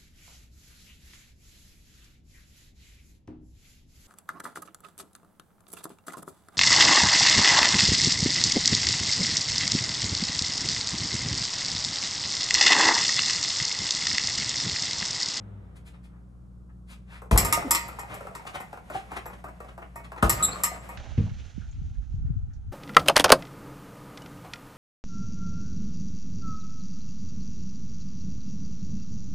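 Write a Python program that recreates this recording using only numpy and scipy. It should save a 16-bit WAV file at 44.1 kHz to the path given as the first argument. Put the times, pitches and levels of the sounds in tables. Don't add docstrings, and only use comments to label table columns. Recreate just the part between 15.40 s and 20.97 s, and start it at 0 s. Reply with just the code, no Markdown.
import sys
import numpy as np
from scipy import signal
from scipy.fft import rfft, irfft, next_fast_len
from scipy.io import wavfile
from scipy.ndimage import uniform_filter1d, map_coordinates

SR = 44100
rng = np.random.default_rng(int(sys.argv[2]) if len(sys.argv) > 2 else 0)


def int16_out(signal):
    q = np.round(np.clip(np.atleast_2d(signal).T, -1, 1) * 32767)
    wavfile.write(sys.argv[1], SR, q.astype(np.int16))


N = 245637
T = np.arange(SR // 2) / SR

# (time [s], slap [dB], boom [dB], crack [dB], slap pitch [Hz], thud [dB])
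PUNCHES = [(1.911, -18, -8.5, -32.5, 600, -21.5), (4.825, -13, -15.5, -29.5, 1454, -20)]
# (time [s], relative level [dB], pitch [Hz])
KNOCKS = [(1.82, -37.5, 490), (1.96, -17.5, 710), (2.175, -19.5, 704), (2.281, -30.5, 582),
          (2.487, -32, 1200), (2.588, -27, 856), (2.809, -31.5, 550), (2.87, -31, 680), (2.955, -32, 953),
          (3.053, -34, 766), (3.156, -25, 850), (3.33, -29, 820), (3.501, -29.5, 615), (3.718, -29, 830),
          (3.858, -31, 844), (4.042, -30, 640), (4.204, -33.5, 710), (4.379, -34.5, 720), (4.558, -36, 690),
          (4.72, -32, 885), (5.085, -26, 1130), (5.159, -29, 1190), (5.316, -31.5, 690), (5.49, -37.5, 710)]
# (frequency [Hz], level [dB])
HISS = [(1200, -23.5), (2500, 8), (5000, -7.5), (10000, -9.5), (14000, -18.5)]


def amp(db):
    return 10 ** (np.asarray(db) / 20)


def unit(x):
    return x / np.sqrt(np.mean(x ** 2) + 1e-20)


def crest(x):
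    return x / np.sqrt(uniform_filter1d(x * x, size=132).max() + 1e-20)


def along(points, hz):
    frequencies, values = np.transpose(points)
    return np.interp(np.log(hz + 1), np.log(frequencies + 1), values)


def curves(rows):
    times, *columns = np.transpose(rows)
    return [np.interp(np.arange(N) / SR, times, column) for column in columns]


def wobble(rate, size):
    knots = rng.standard_normal(int(size * rate / SR) + 4)
    return map_coordinates(knots, [np.arange(size) * rate / SR])


def filtered(x, response):
    size = next_fast_len(x.shape[-1] + 8192)
    return irfft(rfft(x, size) * response(np.fft.rfftfreq(size, 1 / SR)), size)[..., :x.shape[-1]]


def noise(spectrum, size, lift=lambda hz: 0):
    return unit(filtered(rng.standard_normal(size), lambda hz: amp(along(spectrum, hz) + lift(hz))))


def hump(centre_hz, octaves, db):
    return lambda hz: db * np.exp(-(np.log2((hz + 1) / centre_hz) / octaves) ** 2)


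def fade(t60, attack):
    return amp(-60 * T / max(t60, .002)) * (1 - np.exp(-T / attack))


def swell(half_s):
    return np.exp(-((T - T.mean()) / half_s) ** 2)


def add(track, s, x):
    part = track[max(round(s * SR), 0):][:len(x)]
    part += x[:len(part)]


def dispersed(x, lag):
    return filtered(x, lambda hz: np.exp(-4j * np.pi * lag * np.sqrt(500 * hz)))


def diffuse(a, b):
    # (frequency [Hz], correlation [-1 to 1])
    coherence = [(60, 0.85), (200, 0.65), (600, 0.33), (2500, -0.29), (7500, 1), (12500, 0.19)]
    angle = lambda hz: np.arccos(np.clip(along(coherence, hz), -1, 1)) / 2
    mid = filtered(a, lambda hz: np.cos(angle(hz)))
    side = filtered(b, lambda hz: np.sin(angle(hz)))
    return np.array([mid + side, mid - side])


def placed(x, left_db):
    # (frequency [Hz], lead of the left [rad])
    phase_lead = [(0, 0), (2600, -2.7), (4000, -6.2), (5200, -7.0), (6500, -6.4), (9500, -6.2),
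                  (14000, -3.9)]
    lead = lambda hz: np.interp(hz, *np.transpose(phase_lead))
    stereo = filtered(x, lambda hz: np.exp(1j * lead(hz) * np.array([[.5], [-.5]])))
    return stereo * amp([[left_db], [-left_db]])


def basement(x):
    # (frequency [Hz], t60 [s])
    decay_times = [(100, 0.057), (500, 0.61), (2000, 0.56), (7000, 0.42), (13000, 0.26)]
    onset = np.clip(T / 0.0076 - .4, 0, 1)
    early_lift = 1 + 4.6 * np.exp(-T / 0.027)
    out, block = np.zeros((2, N)), SR // 4
    for start in range(0, N, block):
        hz, t, spectra = signal.stft(rng.standard_normal((2, len(T))), SR, nperseg=256)
        decay = amp(-60 * t / along(decay_times, hz)[:, None])
        tails = signal.istft(spectra * decay, SR, nperseg=256)[1][:, :len(T)]
        for side, response in zip(out, diffuse(*tails) * onset * early_lift):
            echoes = signal.fftconvolve(x[start:start + block], response / np.linalg.norm(response))
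            add(side, start / SR, echoes)
    return out


def still_air():
    # (frequency [Hz], level [dB])
    spectrum = [(15, -53), (25, -2), (60, -14), (104, -9), (186, -7.5), (269, -21.5), (535, -29),
                (861, -36), (1350, -34.5), (1900, -54.5), (9270, -55.5), (12400, -59.5), (13800, -70)]
    return amp(-52.5) * diffuse(noise(spectrum, N), noise(spectrum, N))


def mains_hum():
    # (frequency [Hz], relative level [dB])
    partials = [(59.2, -48.5), (118.4, -58), (183.0, -57), (296.1, -73)]
    # (time [s], gain [dB])
    contour = [(0, -3.5), (.5, -0.5), (.6, -1.5), (2.5, 0.5), (3.2, -12), (3.7, -3), (5.57, 1)]
    t, hum = np.arange(N) / SR, np.zeros(N)
    for hz, db in partials:
        gain = amp(db + 4 + 0.35 * wobble(14, N))
        hum += gain * np.sin(2 * np.pi * hz * t + 0.001 * hz * wobble(12, N))
    return amp(curves(contour)[0]) * hum


def distant_drone():
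    # (time [s], pitch [Hz], relative level [dB])
    glide = [(0, 105.5, -48.5), (.08, 102.5, -50), (.18, 100.7, -50), (.3, 88.1, -58), (.48, 78, -57),
             (.58, 62.9, -69), (.7, 58.6, -94)]
    hz, db = curves(glide)
    phase = 2 * np.pi * np.cumsum(hz) / SR
    return amp(db + 8 + 2.5 * wobble(4.6, N)) * (np.sin(phase) + amp(-10.5) * np.sin(2 * phase))


def drone_rush():
    # (frequency [Hz], level [dB])
    spectrum = [(150, -38.5), (250, -5), (538, -9), (590, -12.5), (1300, -17.5), (2090, -25), (4000, -37),
                (5200, -69), (8800, -120)]
    start_db, fall_db_per_s = -55, 16.5
    envelope = amp(start_db - fall_db_per_s * np.arange(N) / SR)
    return envelope * diffuse(noise(spectrum, N), noise(spectrum, N))


def rig_rustle():
    # (frequency [Hz], level [dB])
    spectrum = [(120, -15.5), (200, -7.5), (275, -20), (729, -9), (810, -14.5), (2000, -19.5), (4600, -35),
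                (12200, -37), (13800, -51.5)]
    whip_db, whip_db_per_s, rise_s = -35.5, 40, 0.13
    swing_db, swing_db_per_s = -47, 5.5
    envelope = np.zeros(N)
    for s, *_ in PUNCHES:
        age = np.maximum(np.arange(N) / SR - s, 0)
        rise, settling = np.minimum(age / rise_s, 1), np.maximum(age - rise_s, 0)
        whip = amp(whip_db - whip_db_per_s * settling)
        swing = amp(swing_db - swing_db_per_s * settling)
        envelope = np.hypot(envelope, rise * np.hypot(whip, swing))
    flutter = amp(2.3 * wobble(30, N))
    return envelope * flutter * diffuse(noise(spectrum, N), noise(spectrum, N))


def shoe_scuffs():
    # (time of peak [s], level [dB], half length [s], dullness [dB])
    steps = [(0.045, -77, 0.012, 15), (0.37, -57, 0.012, -1), (0.477, -55, 0.018, -3),
             (0.548, -58.5, 0.012, 16), (0.651, -61, 0.016, -1), (0.753, -67.5, 0.041, 45),
             (1.301, -60, 0.0084, 54), (1.518, -51.5, .028, -0.5), (1.744, -49.5, 0.046, 12.5)]
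    # (frequency [Hz], level [dB])
    spectrum = [(200, -7.5), (500, -3), (2500, 2), (6000, -12.5), (10000, -9.5), (14000, -20.5)]
    out = np.zeros(N)
    for s, db, half_s, dull_db in steps:
        friction = noise(spectrum, len(T), hump(1000, octaves=2.1, db=dull_db))
        add(out, s - T.mean(), amp(db) * swell(half_s) * friction)
    return out


def strap_rubs():
    # (time of peak [s], relative level [dB], half length [s], hiss against rub [dB])
    strokes = [(2.732, -39, 0.04, -12), (3.075, -34.5, 0.0075, -3.5), (3.155, -34, 0.013, -6.5),
               (3.557, -35.5, 0.013, -13.5), (3.559, -44.5, 0.05, -3), (3.736, -43, 0.033, -10),
               (3.772, -31.5, 0.0084, -7.5), (3.937, -42.5, 0.0067, -10.5), (4.291, -43.5, 0.0071, -10.5),
               (4.428, -39.5, 0.0058, -28), (4.651, -45.5, 0.01, -6.5), (4.783, -37.5, 0.0075, -14)]
    # (frequency [Hz], level [dB])
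    spectrum = [(150, -13), (250, -17.5), (496, -16.5), (771, -10.5), (920, -21), (1150, -10.5),
                (1630, -19.5), (2180, -17), (3500, -36), (4550, -57.5), (7700, -120)]
    out = np.zeros(N)
    for s, db, half_s, hiss_db in strokes:
        grain = amp(0.61 * wobble(312, len(T)))
        friction = noise(spectrum, len(T)) + amp(hiss_db) * noise(HISS, len(T))
        add(out, s - T.mean(), amp(db - 0.5) * swell(half_s) * unit(grain * friction))
    return out


def squeaks():
    # (time [s], relative level [dB], length [s], start [Hz], end [Hz])
    slips = [(2.245, -30.5, 0.034, 309, 233), (3.55, -26.5, 0.016, 831, 740),
             (4.045, -44.5, 0.041, 938, 1653), (4.38, -44, 0.019, 743, 1465), (4.73, -47, 0.045, 1276, 930),
             (4.817, -46, .02, 1890, 1720), (4.998, -29.5, 0.042, 1220, 1270),
             (5.026, -29.5, 0.034, 3916, 3802), (5.114, -38.5, 0.021, 4130, 4330)]
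    swivel_resonance = hump(7730, octaves=.06, db=33)
    out = np.zeros(N)
    for s, db, length, start_hz, end_hz in slips:
        octave_db = -18.5 + swivel_resonance(start_hz + end_hz)
        progress = np.clip(T / length, 0, 1)
        hz = (start_hz + (end_hz - start_hz) * progress) * (1 + .014 * wobble(1200, len(T)))
        phase = 2 * np.pi * np.cumsum(hz) / SR
        rasp = 1 + .5 * wobble(900, len(T)) * (start_hz > 2000)
        overtones = np.sin(2 * phase) + amp(-14.5) * wobble(1500, len(T)) * np.sin(3 * phase)
        tone = rasp * np.sin(phase) + amp(octave_db) * overtones
        envelope = np.abs(np.sin(np.pi * progress)) ** 0.21
        stutter = amp(3 * wobble(300, len(T)))
        add(out, s, amp(db - 0.5) * tone * envelope * stutter)
    return out


def knock(hz, t60, edge_db):
    # (frequency [Hz], level [dB])
    spectrum = [(150, -24.5), (250, -2.5), (1330, 0.5), (1800, -12), (2660, -13), (2930, -26.5),
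                (7030, -30), (8000, -24), (11400, -33.5), (12000, -25.5), (15600, -40), (22000, -120)]
    body, edge = hump(hz, octaves=0.2, db=9.5), hump(3300, octaves=0.99, db=edge_db)
    envelope = fade(0.54 * t60, attack=.00028) + amp(-10) * fade(t60, attack=.0021)
    burst = noise(spectrum, len(T), lambda f: body(f) + edge(f)) * envelope
    pluck = np.sin(2 * np.pi * hz * T) * fade(t60=.011, attack=.0004)
    return crest(dispersed(crest(burst) + amp(-1) * crest(pluck), lag=.004))


def knocks():
    usual_db, usual_hz, usual_t60 = -29.5, 694, 0.092
    halving_db, edge_db_per_octave = 25.5, 14.5
    out = np.zeros(N)
    for s, db, hz in KNOCKS:
        force_db = db - usual_db
        t60 = usual_t60 * 2 ** (-force_db / halving_db)
        edge_db = edge_db_per_octave * np.log2(hz / usual_hz)
        rebound_s = .044 + .0006 * force_db
        pair = knock(hz, t60, edge_db)
        add(pair, rebound_s, amp(-5.5) * knock(hz, t60, edge_db + 1))
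        add(out, s - .003, amp(db - 4.5) * pair)
    return out


def ring(modes, scatter_db, attack):
    out = np.zeros(len(T))
    for hz, db, t60 in modes:
        envelope = amp(db + scatter_db * rng.normal()) * fade(t60, attack)
        cycles = hz * T + rng.random()
        drift = np.cumsum(rng.standard_normal(len(T))) * .002 * np.sqrt(hz / 7000)
        out += envelope * np.sin(2 * np.pi * (cycles + drift))
    return out


def clank(low_db, top_db, high_db):
    # (delay [s], relative level [dB])
    chatter = [(0, -1.5), (.0065, -4), (.013, -14)]
    # (frequency [Hz], level [dB])
    clash_spectrum = [(410, -49.5), (700, -16.5), (898, -10), (1150, 1), (1700, -14.5), (1850, -0.5),
                      (2900, -5.5), (3160, -11.5), (4660, -10.5), (5280, -5), (6600, -9.5), (7570, 1),
                      (9360, -11), (11900, -1), (13800, -9.5)]
    # (frequency [Hz], level [dB], t60 [s])
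    modes = [(332.8, -14.5, 0.16), (934.4, -3, 0.14), (921, -3.5, 0.095), (1155, 3.5, 0.05),
             (1229, -4, 0.17), (1233, -2, 0.076), (1853, 1.5, 0.07), (2030, -13.5, 0.42),
             (2215, -10.5, 0.25), (2504, -12, 0.24), (4180, -15.5, 0.18), (4760, -30, 0.62),
             (5280, -9, 0.16), (6920, -17.5, 0.15), (7690, -25.5, .2), (7640, 6, 0.066), (7814, -5, 0.15),
             (7770, -9, 0.1), (11200, -22.5, .13), (12700, -4.5, 0.051)]
    out, top = np.zeros(len(T)), hump(13000, octaves=1, db=top_db)
    for delay, contact_db in chatter:
        clash = noise(clash_spectrum, len(T), top) * fade(t60=.035, attack=.0005)
        add(out, delay, amp(contact_db - 5) * crest(clash))
    high_modes = [(hz, db + top(hz), t60) for hz, db, t60 in modes if hz > 3000]
    low_modes = [(hz, db, t60) for hz, db, t60 in modes if hz <= 3000]
    high = ring(high_modes, scatter_db=2, attack=.001)
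    low = ring(low_modes, scatter_db=2, attack=.003)
    return out + amp(high_db - 11.5) * crest(high) + amp(low_db - 3) * crest(low)


def hook_clanks():
    # (time [s], level [dB], low ring [dB], top lift [dB], high ring [dB])
    snaps = [(1.9754, -5.5, -22.5, -0.5, -5), (2.0479, -17, -6, 3.5, -22), (2.1251, -9, -8, -2.5, -16),
             (2.3084, -8.5, -8.5, 2, 0), (2.3476, -14, -7.5, -8, -0.5), (2.48, -38.5, -7, 19, -13),
             (2.5922, -32.5, -3.5, -2.5, -9), (2.742, -38, -11, 7, -2), (2.9502, -34, -2.5, -5.5, -27),
             (3.2057, -41, 2, 4, -10), (3.8626, -44.5, -3.5, 32, 9.5), (4.895, -9, -11, 4, -2),
             (5.2351, -12.5, -9, 6, 2)]
    out = np.zeros(N)
    for s, db, low_db, top_db, high_db in snaps:
        add(out, s, amp(db) * clank(low_db, top_db, high_db))
    first_punch_s = PUNCHES[0][0]
    for s, *_ in KNOCKS:
        if s > first_punch_s:
            clink_db = -56 + 6 * rng.normal()
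            add(out, s, amp(clink_db) * clank(low_db=5, top_db=9, high_db=-6))
    return out


def bag_booms():
    # (frequency [Hz], level [dB], t60 [s])
    modes = [(54.9, -4.5, 0.37), (65.5, -0.5, 0.18), (92.3, -12.5, 0.44), (173, -14, 0.21),
             (240.3, -22, 0.17), (335.4, -24.5, 0.29)]
    # (frequency [Hz], level [dB])
    rumble_spectrum = [(30, -13.5), (55, -0.5), (85, -9), (120, -7), (175, -14), (260, -17.5), (500, -19),
                       (1200, -68)]
    out = np.zeros(N)
    for s, _, boom_db, *_ in PUNCHES:
        boom = sum(amp(db) * fade(t60, attack=.0028) * np.sin(2 * np.pi * hz * T)
                   for hz, db, t60 in modes)
        rumble = noise(rumble_spectrum, len(T)) * fade(t60=.93, attack=.01)
        add(out, s + .0075, amp(boom_db) * (crest(boom) + amp(-14.5) * rumble))
    return out


def punches():
    # (frequency [Hz], level [dB])
    slap_spectrum = [(71, -40), (120, 1), (611, -25.5), (675, -25.5), (745, -25.5), (823, -12), (945, -14),
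                     (1350, -14), (1700, -27.5), (2250, -21.5), (2800, -56.5), (8230, -37), (13800, -40.5)]
    # (frequency [Hz], level [dB])
    thud_spectrum = [(90, -25.5), (160, -0.5), (240, -2), (330, -7.5), (600, -5.5), (800, -2), (1200, -31)]
    out = np.zeros(N)
    for s, slap_db, _, crack_db, hz, thud_db in PUNCHES:
        slap = noise(slap_spectrum, len(T), hump(hz, octaves=0.36, db=12)) * fade(t60=.035, attack=.0023)
        thud = noise(thud_spectrum, len(T)) * fade(t60=.17, attack=.0026)
        crack = noise(HISS, len(T)) * fade(t60=.095, attack=.00025)
        body = amp(slap_db) * crest(slap) + amp(thud_db) * crest(thud)
        add(out, s, dispersed(body, lag=.0013) + amp(crack_db) * crest(crack))
    return out


def scene():
    fist, steel = punches(), hook_clanks()
    contacts = knocks() + strap_rubs() + shoe_scuffs()
    joints = squeaks()
    bass_balance = amp([[.7], [-.7]])
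    direct = placed(fist + contacts, left_db=1.53) + placed(steel + joints, left_db=0.7)
    direct += bag_booms() * bass_balance
    room = basement(amp(-4) * (fist + contacts) + amp(-4.5) * steel + amp(-7) * joints)
    background = (mains_hum() + distant_drone()) * bass_balance + still_air() + drone_rush()
    return direct + room + background + rig_rustle()


def record(dry):
    low_hz, top_hz = 40, 13900
    lean = signal.sosfilt(signal.butter(6, low_hz, "high", fs=SR, output="sos"), dry)
    return filtered(lean, lambda hz: 1 / np.sqrt(1 + (hz / top_hz) ** 120))


dry = scene()
out = record(dry)
int16_out(out)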